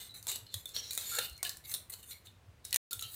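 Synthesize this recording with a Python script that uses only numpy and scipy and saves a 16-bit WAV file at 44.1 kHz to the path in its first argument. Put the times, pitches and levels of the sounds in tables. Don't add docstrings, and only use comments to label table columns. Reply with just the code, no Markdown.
import sys
import numpy as np
from scipy import signal
from scipy.fft import rfft, irfft, next_fast_len
from scipy.io import wavfile
from scipy.ndimage import map_coordinates

SR = 44100
rng = np.random.default_rng(int(sys.argv[2]) if len(sys.argv) > 2 else 0)


def log_audio(samples):
    frames = np.atleast_2d(samples).T
    limited = np.clip(frames, -1, 1)
    pcm = np.round(limited * 32767).astype(np.int16)
    wavfile.write(sys.argv[1], SR, pcm)


N = 138915


def amp(db):
    return 10 ** (np.asarray(db) / 20)


def unit(x):
    return x / np.sqrt(np.mean(x ** 2) + 1e-20)


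def level(x):
    return x / np.linalg.norm(x) * np.sqrt(SR / 100)


def along(points, hz):
    f, v = np.transpose(points)
    return np.interp(np.log(hz + 1), np.log(f + 1), v)


def filtered(x, response):
    m = 2 * next_fast_len(len(x))
    spectrum = rfft(x, m) * response(np.fft.rfftfreq(m, 1 / SR))
    return irfft(spectrum, m)[:len(x)]


def colour(x, points):
    def response(hz):
        cepstrum = irfft(np.log(amp(along(points, hz))))
        half = len(cepstrum) // 2
        cepstrum[1:half] *= 2
        cepstrum[half + 1:] = 0
        return np.exp(rfft(cepstrum))
    return filtered(x, response)


def resonate(x, modes):
    def response(f):
        return sum(amp(db) * 1j * f * width / (centre * centre - f * f + 1j * f * width)
                   for centre, width, db in modes)
    return filtered(x, response)


def noise():
    return rng.standard_normal(N)


# f/Hz, t60/s
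ROOM_DECAY = [(200, 0.71), (2000, 0.35), (4000, 0.27), (16000, 0.26)]


def room(x):
    hz, t, z = signal.stft(rng.standard_normal(SR // 2), SR, nperseg=256)
    decay = amp(-60 * t / along(ROOM_DECAY, hz)[:, None])
    tail = signal.istft(z * decay, SR, nperseg=256)[1]
    return signal.fftconvolve(x, tail / np.linalg.norm(tail))[:len(x)]


GRAINS_PER_S, GRAIN_SPREAD_DB, GRAIN_DB = 900, 3.5, -2


def friction(size=N):
    rub, strength, side = rng.standard_normal((3, size))
    happens = rng.random(size) < GRAINS_PER_S / SR
    slips = happens * amp(GRAIN_SPREAD_DB * np.clip(strength, -2, 2)) * np.sign(side)
    return rub + amp(GRAIN_DB) * unit(slips)


MODE_SCATTER_DB = 8.5
# f/Hz, width/Hz, level/dB before the scatter
STEEL_MODES = [(2997, 190, -6.5), (3636, 120, 1), (3922, 176, 4.5), (4191, 160, 1.5)]
# f/Hz, level/dB
STEEL_RADIATION = [(500, -19), (2000, -4), (4400, 0), (12000, -9.5)]


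def steel(x):
    modes = [(hz, width, db + MODE_SCATTER_DB * rng.standard_normal()) for hz, width, db in STEEL_MODES]
    return colour(resonate(x, modes), STEEL_RADIATION)


# f/Hz, level/dB
CRACK_SPECTRUM = [(200, -17.5), (1500, -15.5), (3000, -8), (5200, 2), (8500, 4.5), (11500, 2), (15300, 0),
                  (16300, -18)]


def crack(x):
    return colour(x, CRACK_SPECTRUM)


STROKE_ATTACK_S, STROKE_RELEASE_S = 0.0009, 0.035
FLUTTER_DB, FLUTTER_PER_S = 1, 91
WALLS_MS, WALLS_DB = 4.1, -5
STROKE_WET_DB = -4


def stroke(length, swell_db, voice):
    t = np.arange(SR // 2) / SR
    swell = swell_db * (np.minimum(t / length, 1) - .5)
    release = -60 * np.maximum(t - length, 0) / STROKE_RELEASE_S
    envelope = np.minimum(t / STROKE_ATTACK_S, 1) * amp(swell + release)
    steps = rng.standard_normal(len(t))
    flutter = amp(FLUTTER_DB * map_coordinates(steps, [t * FLUTTER_PER_S], order=1))
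    echoes = rng.standard_normal(len(t)) * np.exp(-1000 * t / WALLS_MS)
    x = voice(len(t))
    near = signal.fftconvolve(x, echoes / np.linalg.norm(echoes))[:len(t)]
    x = envelope * flutter * (x + amp(WALLS_DB) * near)
    return x + amp(STROKE_WET_DB) * room(x)


FLOOR_DB = -62.5
# f/Hz, level/dB
FLOOR_SPECTRUM = [(25, -27), (60, -7.5), (105, -5), (140, -14), (220, -20.5), (2500, -30.5), (5000, -37),
                  (16000, -46.5)]


def room_floor():
    return amp(FLOOR_DB) * unit(colour(noise(), FLOOR_SPECTRUM))


BUMP_BASE_HZ, BUMP_WIDTH_S = 67.4, 0.015
# t/s, level/dB
BOWL_BUMPS = [(0.434, -50), (0.566, -41), (1.327, -48), (2.492, -49), (2.978, -49.5), (3.06, -49)]


def bumps():
    t = np.arange(N) / SR
    out = np.zeros(N)
    for s, db in BOWL_BUMPS:
        hz = BUMP_BASE_HZ * rng.uniform(0.71, 1.63)
        cycles = np.sin(2 * np.pi * (hz * (t - s) + rng.random()))
        out += amp(db) * np.exp(-((t - s) / BUMP_WIDTH_S) ** 2) * cycles
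    return out


# t/s of the peak, level/dB, rise/s and fall/s over 60 dB
PLATE_BRUSHES = [(0.283, -64, 0.14, 0.12), (0.765, -58, 0.14, 0.65), (1.188, -33.5, 0.019, 0.036),
                 (1.212, -48, 0.29, 0.19), (2.752, -48, .06, 0.074)]
# f/Hz, width/Hz, level/dB
PLATE_MODES = [(488, 71, -6.5), (833, 47, -12), (1390, 31.4, -11), (1670, 150, -10.5), (2150, 64, -18),
               (2200, 10, -5), (2735, 32, -6)]


def brushes():
    t = np.arange(N) / SR
    envelope = sum(amp(db - 60 * np.maximum((s - t) / rise, (t - s) / fall))
                   for s, db, rise, fall in PLATE_BRUSHES)
    return envelope * unit(resonate(friction(), PLATE_MODES))


SING_WIDTH_AT_1KHZ_HZ, SING_RELEASE_S = 110, .1
# t/s, length/s, f/Hz, level/dB
METAL_SINGS = [(0.092, 0.017, 3945, -54.5), (0.14, 0.026, 3970, -51), (0.266, 0.019, 907, -55.5),
               (0.287, 0.09, 2874, -56.5), (0.487, 0.012, 4100, -56), (1.117, 0.1, 1390, -51),
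               (1.132, 0.06, 1605, -55.5), (1.256, 0.057, 2850, -60), (1.266, 0.11, 4230, -59.5),
               (1.385, 0.083, 2180, -61.5), (1.427, 0.0062, 720, -55), (1.453, 0.0071, 1710, -51),
               (1.453, 0.006, 2560, -52), (1.492, 0.012, 1740, -52), (1.64, 0.07, 2180, -64),
               (2.111, 0.046, 2190, -61.5), (2.267, 0.002, 3630, -50), (2.722, 0.025, 1900, -48.5),
               (2.918, 0.0083, 1367, -53.5), (2.989, 0.04, 6750, -53.5), (3.019, 0.0076, 1333, -55.5),
               (3.022, 0.03, 2820, -54), (3.024, 0.03, 3140, -54)]


def sings():
    out, t = np.zeros(N), np.arange(N) / SR
    for s, length, hz, db in METAL_SINGS:
        mode = [(hz, SING_WIDTH_AT_1KHZ_HZ * np.sqrt(hz / 1000), 0)]
        release = amp(-60 * np.maximum(t - s - length, 0) / SING_RELEASE_S)
        envelope = np.clip((t - s) / 0.0014, 0, 1) * release
        tone = unit(resonate(resonate(noise(), mode), mode))
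        out += amp(db) * envelope * tone
    return out + amp(-5.0) * room(out)


# t/s, length/s, level/dB before echoes and room
BANGLE_JINGLES = [(0.736, 0.013, -56.5), (0.753, 0.05, -43.5), (0.825, 0.074, -53)]
# f/Hz, width/Hz, level/dB
BANGLE_MODES = [(3260, 120, 4), (4310, 120, 7), (5240, 120, -4), (5550, 160, 11), (5680, 200, -4),
                (6250, 130, -8)]


def jingles():
    def voice(n):
        return unit(resonate(friction(n), BANGLE_MODES))
    out = np.zeros(N + SR)
    for s, length, db in BANGLE_JINGLES:
        out[round(s * SR):][:SR // 2] += amp(db) * stroke(length, 0, voice)
    return out[:N]


TICK_RISE_S, TICK_T60_S = 0.00052, .014
# t/s, direct level/dB
DRY_TICKS = [(0.109, -67), (0.227, -51.5), (0.526, -65), (0.691, -52), (0.932, -42), (0.951, -43.5),
             (1.011, -46), (1.152, -42.5), (1.297, -53), (1.329, -60), (1.366, -64.5), (1.378, -56),
             (1.570, -51), (1.695, -50.5), (2.7078, -50.5), (3.01, -46), (3.013, -53.5)]


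def ticks():
    out, t = np.zeros(N + SR), np.arange(SR // 2) / SR
    shape = (1 - np.exp(-t / TICK_RISE_S)) * amp(-60 * t / TICK_T60_S)
    for s, db in DRY_TICKS:
        tick = amp(db) * level(crack(shape * friction(len(t))))
        out[round(s * SR):][:len(t)] += tick + amp(STROKE_WET_DB) * room(tick)
    return out[:N]


SNAP_S, CONTACT_S = 0.0016, 0.001102
SCUFF_S, SCUFF_RISE_S = 0.018, 0.00042
SPIKE_DB, SPIKE_GROWS = 8.5, 0.52
REBOUND_S, REBOUND_WIDTH_S, REBOUND_DB = 0.0022, .0009, -8.5
CRACK_DB, RING_DB, BODY_DB, CLICK_WET_DB = -23.5, -6.5, -5, -4.5
# t/s, crack level/dB, steel ring level/dB, low body level/dB
# (all three before trims), level/dB of the scuff against the snap
METAL_CLICKS = [(0.268, -17, -44, -54.5, -9), (0.3149, -16, -40, -67, 4), (0.3242, -24, -37, -49, -6),
                (0.3582, -18.5, -41, -51, -15), (0.4646, -40.5, -47.5, -61, 15),
                (0.5403, -14.5, -31.5, -44, 0), (0.6556, -23, -37, -54, -7),
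                (0.7637, -25, -28.5, -41.5, -29), (0.907, -18.5, -35.5, -52, -2),
                (0.9757, -10.5, -34, -40, -15.5), (1.1854, -11, -28.5, -37, -2),
                (1.1891, -13.5, -31, -41, -15), (1.4285, -9, -38.5, -39.5, -7.5),
                (1.4491, -21, -31.5, -42, -13), (1.493, -14.5, -32, -53, -27), (1.714, -20.5, -40, -49, 0),
                (1.7396, -13, -34.5, -48, -10), (1.7473, -19, -40, -52, -9), (1.936, -25, -41.5, -53.5, 6),
                (2.27, -38, -49.5, -79, -13), (2.6496, -19.5, -49.5, -54.5, -4.5),
                (2.7272, -9.5, -28, -44, -10.5), (2.7431, -6.5, -40, -34, -14.5),
                (2.7596, -3, -35, -36, -17), (2.9294, -12, -35.5, -51, -4.5), (2.9928, -22.5, -40, -67, -9),
                (3.0232, -18, -34, -54.5, -6)]
# f/Hz, level/dB
BODY_SPECTRUM = [(230, -8.5), (450, -1.5), (900, -5.5), (1800, 0), (3000, 7.5), (6000, -29.5)]


def clicks():
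    out, t = np.zeros(N + SR), np.arange(SR // 2) / SR
    for s, crack_db, ring_db, body_db, scuff_db in METAL_CLICKS:
        snap = amp(-60 * t / SNAP_S)
        scuff = amp(scuff_db - 60 * t / SCUFF_S) * (1 - np.exp(-t / SCUFF_RISE_S))
        spike = amp(SPIKE_DB + SPIKE_GROWS * crack_db) * (t == 0)
        blow = (snap + scuff) * rng.standard_normal(len(t)) + spike
        rebound = rng.standard_normal(len(t)) * np.exp(-((t - REBOUND_S) / REBOUND_WIDTH_S) ** 2)
        returned = signal.fftconvolve(blow, rebound / np.linalg.norm(rebound))[:len(t)]
        blow = blow + amp(REBOUND_DB) * returned
        hit = amp(crack_db + CRACK_DB) * level(crack(blow))
        hit += amp(ring_db + RING_DB) * level(steel(blow))
        hit += amp(body_db + BODY_DB) * level(colour(blow, BODY_SPECTRUM))
        out[round((s + CONTACT_S) * SR):][:len(t)] += hit + amp(CLICK_WET_DB) * room(hit)
    return out[:N]


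SQUEAK_WIDTH_HZ, SQUEAK_DB = 71, -4
# f/Hz, level/dB
GRIT_SPECTRUM = [(200, -14), (900, -13), (2000, -8), (5000, -31), (6200, -6.5), (7400, -1), (10500, -2),
                 (15100, -1.5), (16200, -22.5)]


def grit(x, air_db, count=26):
    modes = [(rng.uniform(2000, 15000), SQUEAK_WIDTH_HZ, MODE_SCATTER_DB * rng.standard_normal())
             for _ in range(count)]
    spectrum = [(hz, db + air_db * (hz > 10000)) for hz, db in GRIT_SPECTRUM]
    return colour(unit(x) + amp(SQUEAK_DB) * unit(resonate(x, modes)), spectrum)


HISS_DB, RUB_DB = -3.5, -5.5
# t/s, length/s, gritty hiss level/dB, rubbed steel level/dB
# (both before trims, echoes and room), swell/dB from start to end
POWDER_STROKES = [(0.0, 0.083, -53, -53.5, -10.5), (0.141, 0.056, -52, -64, -4),
                  (0.233, 0.029, -58.5, -64, 0), (0.278, 0.025, -37.5, -36.5, 0.5),
                  (0.299, 0.069, -47, -47.5, 2), (0.497, 0.054, -63.5, -58, 18), (0.552, 0.06, -56, -79, 1),
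                  (0.673, 0.052, -59.5, -59, -1), (0.742, 0.057, -52.5, -50, -11),
                  (0.828, 0.075, -57.5, -48.5, -2), (0.908, 0.08, -46.5, -51.5, -10.5),
                  (0.977, 0.068, -45.5, -43, 0), (1.042, 0.13, -41.5, -43.5, 7),
                  (1.198, 0.062, -44.5, -42, 4.5), (1.429, 0.048, -46.5, -42.5, 5),
                  (1.638, 0.019, -53, -50, 10), (1.665, 0.06, -44.5, -58.5, 11.5),
                  (1.737, 0.015, -39, -40.5, 4), (1.897, 0.013, -43, -58.5, -8),
                  (1.92, 0.019, -47.5, -48.5, 7), (1.986, 0.022, -55.5, -63, -4),
                  (2.027, 0.018, -53, -58.5, -2), (2.054, 0.057, -53.5, -65.5, 16),
                  (2.108, 0.022, -49, -46.5, 2), (2.24, 0.022, -64, -64.5, 22.5),
                  (2.643, 0.15, -60.5, -56.5, -8.5), (2.909, 0.011, -41, -42, -4.5),
                  (3.028, 0.073, -55.5, -52, -10), (3.076, 0.071, -52, -60, 17)]
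# t/s, level/dB
AIR_LEVELS = [(0.6, -5), (1.7, 3.5), (2.25, -1.5), (2.65, 2)]


def powder():
    out = np.zeros(N + SR)
    for s, length, hiss_db, rub_db, swell_db in POWDER_STROKES:
        air_db = np.interp(s, *np.transpose(AIR_LEVELS))

        def voice(n):
            hiss = amp(HISS_DB + hiss_db) * unit(grit(friction(n), air_db))
            rub = amp(RUB_DB + rub_db) * unit(steel(friction(n)))
            return hiss + rub
        out[round(s * SR):][:SR // 2] += stroke(length, swell_db, voice)
    return out[:N]


def scene():
    background = room_floor() + bumps() + brushes() + sings()
    hands = jingles() + ticks() + clicks() + powder()
    return (background + hands)[None]


DROPOUT_START_S, DROPOUT_END_S = 2.770, 2.909
TOP_HZ = 16600


def record(dry):
    t = np.arange(N) / SR
    live = (t < DROPOUT_START_S) | (t > DROPOUT_END_S)
    return filtered(dry[0] * live, lambda hz: np.clip((TOP_HZ - hz) / 700, 0, 1))[None]


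dry = scene()
out = record(dry)
log_audio(out)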